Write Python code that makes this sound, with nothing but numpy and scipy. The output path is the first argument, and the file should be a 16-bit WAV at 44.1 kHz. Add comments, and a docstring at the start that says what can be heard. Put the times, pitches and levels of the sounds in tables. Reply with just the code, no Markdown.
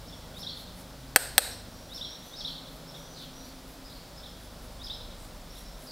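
"""Under quiet room hiss, an engine hums far off; sparrows chirp outside and a make-up brush swirls in powder.
The brush is rapped twice on its hard case, then swept softly over a cheek, close to one microphone.
Hum, ringing case and birds are sums of sines; brush, rumble, street wash and echoes are shaped noise.
The two raps overload the recorder, whose limiter ducks and lets the room's echo swell back."""
import sys
import numpy as np
from scipy import signal
from scipy.fft import rfft, irfft, next_fast_len
from scipy.io import wavfile
from scipy.ndimage import map_coordinates

SR = 44100
rng = np.random.default_rng(int(sys.argv[2]) if len(sys.argv) > 2 else 0)


def store_pcm(level_fs):
    """Save levels as 16-bit WAV."""
    pcm = np.round(np.clip(level_fs, -1, 1) * 32767).astype(np.int16)
    wavfile.write(sys.argv[1], SR, np.atleast_2d(pcm).T)


N = 260631


def amp(db):
    """Turn decibels into a gain."""
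    return 10 ** (np.asarray(db) / 20)


def unit(x):
    """Scale to an rms of 1."""
    return x / np.sqrt(np.mean(x ** 2) + 1e-20)


def along(points, hz):
    """Read a curve of (Hz, value) points at any frequency, with frequency on a log axis."""
    f, v = np.transpose(points)
    return np.interp(np.log(hz + 1), np.log(f + 1), v)


def wobble(rate, n):
    """Draw a smooth random curve of n samples through `rate` random points a second."""
    knots = rng.standard_normal(int(n * rate / SR) + 4)
    return map_coordinates(knots, [np.arange(n) * rate / SR])


def filtered(x, response):
    """Colour x by multiplying its spectrum with a gain for each frequency."""
    n = x.shape[-1]
    m = next_fast_len(n + 8192)  # silence added at the end, so that little wraps round
    spectrum = rfft(x, m) * response(np.fft.rfftfreq(m, 1 / SR))
    return irfft(spectrum, m)[..., :n]


def add(track, s, sound):
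    """Mix a sound into a track from time s."""
    i = max(round(s * SR), 0)
    part = track[i:i + len(sound)]
    part += sound[:len(part)]


def air():
    """Steady noise gives rumble and microphone hiss; a wash of street noise swells as a car goes by."""
    # colour of the steady noise, relative: f/Hz, level/dB per Hz
    floor_colour = [(12, -53), (20, -2), (44, -1.5), (76, -15), (171, -4.5), (208, -12.5), (260, -5.5),
                    (308, -12), (568, -17.5), (730, -16), (2780, -25.5), (3380, -21), (5440, -22.5),
                    (5910, -27), (15700, -35)]
    floor = unit(filtered(rng.standard_normal(N), lambda hz: amp(along(floor_colour, hz))))
    # colour of the street noise, relative: f/Hz, level/dB
    street = [(300, -61), (480, 2.5), (600, 5), (700, -1.5), (1000, -7.0), (1500, -7.5), (2200, -42)]
    wash = unit(filtered(rng.standard_normal(N), lambda hz: amp(along(street, hz))))
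    nearest_s, spread_s, lift_db = 2.76, 0.61, 2  # the passing car
    car_db = lift_db / (1 + ((np.arange(N) / SR - nearest_s) / spread_s) ** 2)
    waver_db = 1.5 * wobble(5, N)
    return amp(-48.5) * floor + amp(-57 + car_db + waver_db) * wash


def traffic():
    """A far engine's firing pulses make multiples of one rate, slowing at last; drones come and go."""
    # distant engine: t/s, firing rate f/Hz, lowest order level/dB, upper orders level/dB
    engine = [(0.0, 25.42, -49, -56), (0.532, 26.38, -56, -55.5), (0.692, 26.32, -53, -58),
              (1.1, 26.66, -50, -67), (1.5, 25.7, -47, -52.5), (1.68, 25.81, -58.5, -54.5),
              (2.78, 26.3, -55.5, -74.5), (3.06, 26.1, -65, -66), (3.54, 26.2, -57.5, -68),
              (4.45, 25.8, -52, -58), (5.01, 25.93, -48.5, -57), (5.26, 25.03, -53.5, -57.5),
              (5.76, 23.4, -47, -67), (5.91, 21.4, -63, -79)]
    # strength of each multiple of the firing rate: multiple, level/dB added to the one above
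    orders = [(2, -1.5), (3, -2.5), (4, -1), (7, -6), (9, -6)]
    # swells of traffic drone: middle t/s, length t/s, f/Hz, level/dB at the middle
    drones = [(0.2, 1.1, 161, -56.5), (0.7, 0.75, 181.8, -57), (1.068, 0.69, 132.1, -52.5),
              (1.206, 1.1, 267.8, -58), (2.6, 0.84, 267.2, -58.5), (2.86, 1.17, 160.6, -53.5),
              (2.949, 0.8, 135, -60.5), (3.51, 1.1, 263, -55), (5.2, 1.85, 30.8, -48.5)]
    t = np.arange(N) / SR
    times, rates, low_db, upper_db = np.transpose(engine)
    rate_hz = np.interp(t, times, rates) + 0.14 * wobble(5.7, N)
    turn = 2 * np.pi * np.cumsum(rate_hz) / SR
    hum = np.zeros(N)
    for k, db in orders:
        drift_db = np.interp(t, times, upper_db if k > 2 else low_db)
        hum += amp(db + drift_db + 0.91 * wobble(2.95, N)) * np.cos(k * turn)
    out = np.sqrt(2) * hum  # so that levels are rms
    for s, length, hz, db in drones:
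        start = max(s - length / 2, 0)
        n = int((s + length / 2 - start) * SR)
        u = start + np.arange(n) / SR
        swell = amp(db + 0.7 * wobble(6.2, n)) * np.cos(np.pi * (u - s) / length)
        tone = np.sin(2 * np.pi * hz * u + 0.5 * wobble(3.35, n))
        add(out, start, np.sqrt(2) * swell * tone)
    return out


def whistle(length, start_hz, end_hz, rough, taper):
    """A gliding sine of rms 1; short falling ones drop fast and level off, rough ones flutter more."""
    n = int(length * SR)
    u = np.arange(n) / n
    quick_fall = end_hz < start_hz and length < 0.06
    glide = 1 - (1 - u) ** 1.703 if quick_fall else u
    pitch = start_hz + (end_hz - start_hz) * glide + rough * 450 * wobble(900, n)
    swell = signal.windows.tukey(n, taper) * amp((1.5 + 0.64 * rough) * wobble(284, n))
    return unit(swell * np.sin(2 * np.pi * np.cumsum(pitch) / SR))


def chirp(s, db, lead_db, high_db, fall_db, high_ratio, top_ratio, before, after):
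    """A sparrow's chirp is a run of quick glides; a facing wall sends its loud arch back twice."""
    # The four parts share their columns: t/s from the start of the arch, length t/s, start f/Hz, end f/Hz,
    # level/dB, roughness 0-1. Each chirp then changes times, pitches and levels.
    lead_in = [(-0.117, 0.0254, 3310, 3590, -16.5, 0.12), (-0.094, 0.0227, 3650, 3875, -8.5, 0.08),
               (-0.079, 0.0135, 3755, 5320, -9, 0.34)]  # swings up
    high_notes = [(-0.069, 0.036, 5240, 5380, -9, 0.29), (0.032, 0.0254, 5440, 5470, -13.5, 0.12)]  # one before the arch, one last of all
    drop = [(-0.043, 0.025, 5800, 3200, -6, 0.13)]  # a steep fall into the arch
    arch = [(0.001, 0.025, 3335, 4252, 0, 0.21), (0.026, 0.018, 4173, 3220, -2, 0.076)]  # the loud rise and fall
    slap_s, slap_db, slap_loss_db = 0.105, -11, 6  # wall: delay per trip, first level, loss on the next
    slap_blur = 0.085  # roughness gained on each trip
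    notes = []
    for part, lift_db, ratio in (lead_in, lead_db, 1), (high_notes, high_db, high_ratio), (drop, 0, 1):
        for offset, length, start_hz, end_hz, level, rough in part:
            stretch = before if offset < 0 else after
            glide = (start_hz * ratio, end_hz * ratio)
            notes.append((s + offset * stretch, length * stretch, *glide, db + lift_db + level, rough))
    for offset, length, start_hz, end_hz, level, rough in arch:
        rising = end_hz > start_hz
        glide = (start_hz, end_hz * top_ratio) if rising else (start_hz * top_ratio, end_hz)
        note_db = db + level + (0 if rising else fall_db)
        for trip, wall_db in enumerate([0, slap_db, slap_db - slap_loss_db]):
            start = s + offset * after + trip * slap_s
            notes.append((start, length * after, *glide, note_db + wall_db, rough + trip * slap_blur))
    return notes


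def syllables():
    """List every bird note as (s, length s, start Hz, end Hz, dB, roughness), before outdoor colouring."""
    # chirps: arch t/s, level/dB, lead-in lift level/dB, high notes lift level/dB, arch's fall lift level/dB,
    # pitch ratio of the high notes, pitch ratio of the arch's top, time stretch before the arch,
    # time stretch from the arch on
    calls = [(0.122, -53, 0, 6, -2, 1.01, 0.85, 0.75, 0.79),
             (0.462, -38.5, -2, -4.5, -2.5, 1, 1.03, 1.05, 0.95),
             (2.006, -41, 1, 3, -0.5, 1.015, 0.97, 0.97, 1.26),
             (2.443, -37.5, -2.5, -3.5, 0, 1, 1.02, 1.18, 1.05),
             (2.939, -52.5, -3, 6, 2.5, 1.01, 0.93, 0.96, 0.85),
             (4.228, -52, -13, 6, 2, 0.97, 0.99, 0.95, 1.05),
             (4.893, -40.5, 0.5, 4, -7, 0.955, 0.96, 0.86, 1.15),
             (5.55, -56.5, -11, 8.5, 1, 1.03, 0.97, 0.75, 1)]
    # thin whistles of a farther bird, all creeping upward: t/s, length t/s, start f/Hz, level/dB
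    thin_notes = [(1.505, 0.025, 5480, -52.5), (1.687, 0.19, 5490, -67), (2.095, 0.047, 5580, -54),
                  (2.219, 0.12, 5920, -65), (2.928, 0.25, 5760, -66.5), (3.323, 0.12, 5670, -62),
                  (3.841, 0.048, 4970, -57), (5.648, 0.039, 5385, -60)]
    thin_rise_hz_per_s, thin_rough = 1400, 0.303
    # harsh scolding notes: t/s, length t/s, start f/Hz, end f/Hz, level/dB
    rasps = [(3.133, 0.135, 4710, 3124, -52), (3.387, 0.08, 4070, 4550, -58.5),
             (3.884, 0.1, 3875, 4670, -57.5), (5.86, 0.066, 4840, 4550, -51)]
    rasp_rough = 0.68
    notes = [note for row in calls for note in chirp(*row)]
    for s, length, hz, db in thin_notes:
        notes.append((s, length, hz, hz + thin_rise_hz_per_s * length, db, thin_rough))
    return notes + [(*rasp, rasp_rough) for rasp in rasps]


def echo(x, build_s):
    """Diffuse echo as fading noise: it builds up, then each frequency dies at its own speed."""
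    # time to die away by 60 dB: f/Hz, t/s
    decay = [(200, 0.54), (1500, 0.47), (4200, 0.6), (8400, 0.42), (14000, 0.38)]
    hz, t, z = signal.stft(rng.standard_normal(int(SR * 0.7)), SR, nperseg=256)
    shape = amp(-60 * t / along(decay, hz)[:, None]) * (1 - np.exp(-t / build_s))
    tail = signal.istft(z * shape, SR, nperseg=256)[1]
    return signal.fftconvolve(x, tail / np.linalg.norm(tail))[:len(x)]


def sparrows():
    """Notes come clear through the window gap, and again as a blurred, brighter wash from walls outside."""
    song, scattered = np.zeros(N), np.zeros(N)
    for s, length, start_hz, end_hz, db, rough in syllables():
        blur = 0.5 * abs(np.log(end_hz / start_hz))  # wide glides blur most
        add(song, s, amp(db) * whistle(length, start_hz, end_hz, rough, taper=0.48))
        add(scattered, s, amp(db) * whistle(length, start_hz, end_hz, rough + blur, taper=0.071))
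    # colouring by each path: f/Hz, level/dB
    gap = [(2900, 4), (3250, -2.0), (3550, 4.0), (3850, 1.5), (4400, -7), (5000, 0.0), (5400, 1.5), (6300, 0)]
    walls = [(2600, -0.5), (3200, -1), (3700, -3), (4500, 1.5), (5400, 0.5), (6500, 8.5)]
    direct = filtered(song, lambda hz: amp(along(gap, hz)))
    wash = echo(filtered(scattered, lambda hz: amp(along(walls, hz))), build_s=0.0029)
    return direct + wash


def strokes():
    """The hand keeps an even beat through each run: list (middle s, half length s, dB, bright Hz)."""
    # runs of strokes: middle of the first t/s, middle of the last t/s, half a stroke's length t/s,
    # level/dB of the first before its swell, bright region f/Hz
    brushing = [(0.40, 0.80, 0.1, -54, 11100), (1.96, 1.965, 0.14, -56, 11400),
                (2.27, 3.95, 0.125, -58.5, 11620), (4.437, 4.85, 0.091, -59, 10600),
                (5.235, 5.234, 0.13, -55.5, 8400), (5.588, 5.849, 0.14, -54, 10700)]
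    period_s = 0.24  # nearest beat that fits the run
    fade_db = 0.1  # each stroke of a run is a little lighter
    beats = []
    for first, last, half_s, db, bright_hz in brushing:
        count = round(abs(last - first) / period_s) + 1
        for k, s in enumerate(np.linspace(first, last, count)):
            beats.append((s, half_s, db - k * fade_db, bright_hz))
    return beats


def brush():
    """Slipping bristles are flickering noise: a fine, broad hiss that swells and fades with each sweep."""
    hiss = np.zeros(N)
    for s, half_s, db, bright_hz in strokes():
        n = int(2 * half_s * SR)
        slips = rng.standard_normal(n) * amp(2.0 * wobble(310, n))
        # f/Hz, level/dB
        colour = [(1000, -15), (bright_hz * 0.85, -8), (bright_hz, 0),
                  (bright_hz * 0.96, -1), (bright_hz * 1.45, -13)]
        sweep = np.hanning(n) ** 2.5
        rustle = unit(filtered(slips, lambda hz: amp(along(colour, hz))))
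        add(hiss, s - half_s, amp(db - 0.5) * sweep * rustle)
    return hiss


def raps():
    """A hard crack rings the short-lived modes of handle and case; near surfaces and the room answer."""
    # raps of the handle on the case: t/s, level/dB, f/Hz favoured by the point of contact, its lift level/dB
    knocks = [(1.161, 1.5, 1507, 4), (1.3807, 2, 3940, 6)]
    # ringing tones of handle and case: f/Hz, level/dB before the rap's own, time to fall by 60 dB t/s
    modes = [(197, -35, 0.018), (507, -19, 0.049), (566, -19.5, 0.043), (797, -9.5, 0.022),
             (1290, -11.5, 0.028), (1619, -3, 0.019), (2660, -14.5, 0.022), (3250, -14.5, 0.019),
             (4020, -7, 0.009), (4496, -9, 0.015), (5250, -28, 0.011), (7200, -17, 0.011),
             (8230, 1.5, 0.01), (8460, 3, 0.0078), (8740, -2.5, 0.019), (9800, -4, 0.0034),
             (11900, -10, 0.0079), (13360, -1.5, 0.0059), (15030, -13, 0.0052)]
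    # reflections from near surfaces: delay t/s, level/dB
    reflections = [(.004, -9), (.0051, -26), (.0067, -16.5), (.0086, -19.5), (0.012, -24), (0.016, -36)]
    # what the case radiates into the room: f/Hz, level/dB
    radiated = [(200, -22), (480, 4.5), (780, 4), (1100, -6.5), (1620, 6), (2100, -1), (3300, -5.5),
                (4300, 1.5), (6400, -8.5), (7700, -0.5), (8350, 9), (9600, -4), (13300, -2.5), (15000, -10)]
    out = np.zeros(N)
    t = np.arange(int(SR * 0.8)) / SR
    contact = signal.unit_impulse(len(t))
    for s, db, contact_hz, contact_db in knocks:
        def favour(hz):
            """The struck point lifts the tones around one frequency (dB)."""
            return contact_db * np.exp(-(np.log((hz + 1) / contact_hz) / 0.12) ** 2)

        ring = np.zeros(len(t))
        for k, (hz, level, t60) in enumerate(modes):
            fade = amp(level + favour(hz) - 60 * t / t60)
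            ring += (-1) ** k * fade * np.sin(2 * np.pi * hz * t)  # neighbours start in opposite directions
        crack = amp(-2.0 - 60 * t / 0.014) * rng.standard_normal(len(t))
        blow = amp(db) * (ring + crack + amp(3.5) * contact)
        room = filtered(echo(contact, build_s=0.017), lambda hz: amp(along(radiated, hz) + favour(hz)))
        add(out, s, blow + amp(db + 3.5) * room)
        for delay, wall_db in reflections:
            add(out, s + delay, amp(wall_db) * blow)
    return signal.sosfilt(signal.butter(8, 15000, fs=SR, output="sos"), out)


def scene():
    """One microphone feeds both channels; a little independent noise in each makes it very slightly wide."""
    # colour of each channel's faint noise: f/Hz, level/dB per Hz, before the overall cut
    side_noise_colour = [(30, -9.5), (300, 6.5), (1000, 2.5), (3000, -4.5), (8000, 2.5), (15000, 5.5)]
    mono = raps() + brush() + sparrows() + traffic() + air()
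    side_noise = filtered(rng.standard_normal((2, N)), lambda hz: amp(along(side_noise_colour, hz)))
    return mono + amp(-63.5) * side_noise


def limiter(x, ceiling_db, release_s):
    """Gain drops quickly on a peak and recovers exponentially."""
    t = np.arange(N) / SR
    over = np.log(np.maximum(np.abs(x).max(axis=0) / amp(ceiling_db), 1))
    # hold each excess while it decays, until a larger one takes over
    held = np.exp(np.maximum.accumulate(np.log(over + 1e-12) + t / release_s) - t / release_s)
    pole = np.exp(-1 / (0.00037 * SR))  # attack of 0.37 ms
    return x * np.exp(-signal.lfilter([1 - pole], [1, -pole], held))


def record(dry):
    """The recorder limits, clips peaks that slip past the limiter, and cuts the highest treble."""
    loud = np.clip(limiter(dry, ceiling_db=-1.0, release_s=0.046), -1, 1)
    return filtered(loud, lambda hz: np.clip((16000 - hz) / 400, 0, 1))  # fades out from 15600 to 16000 Hz


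dry = scene()
out = record(dry)
store_pcm(out)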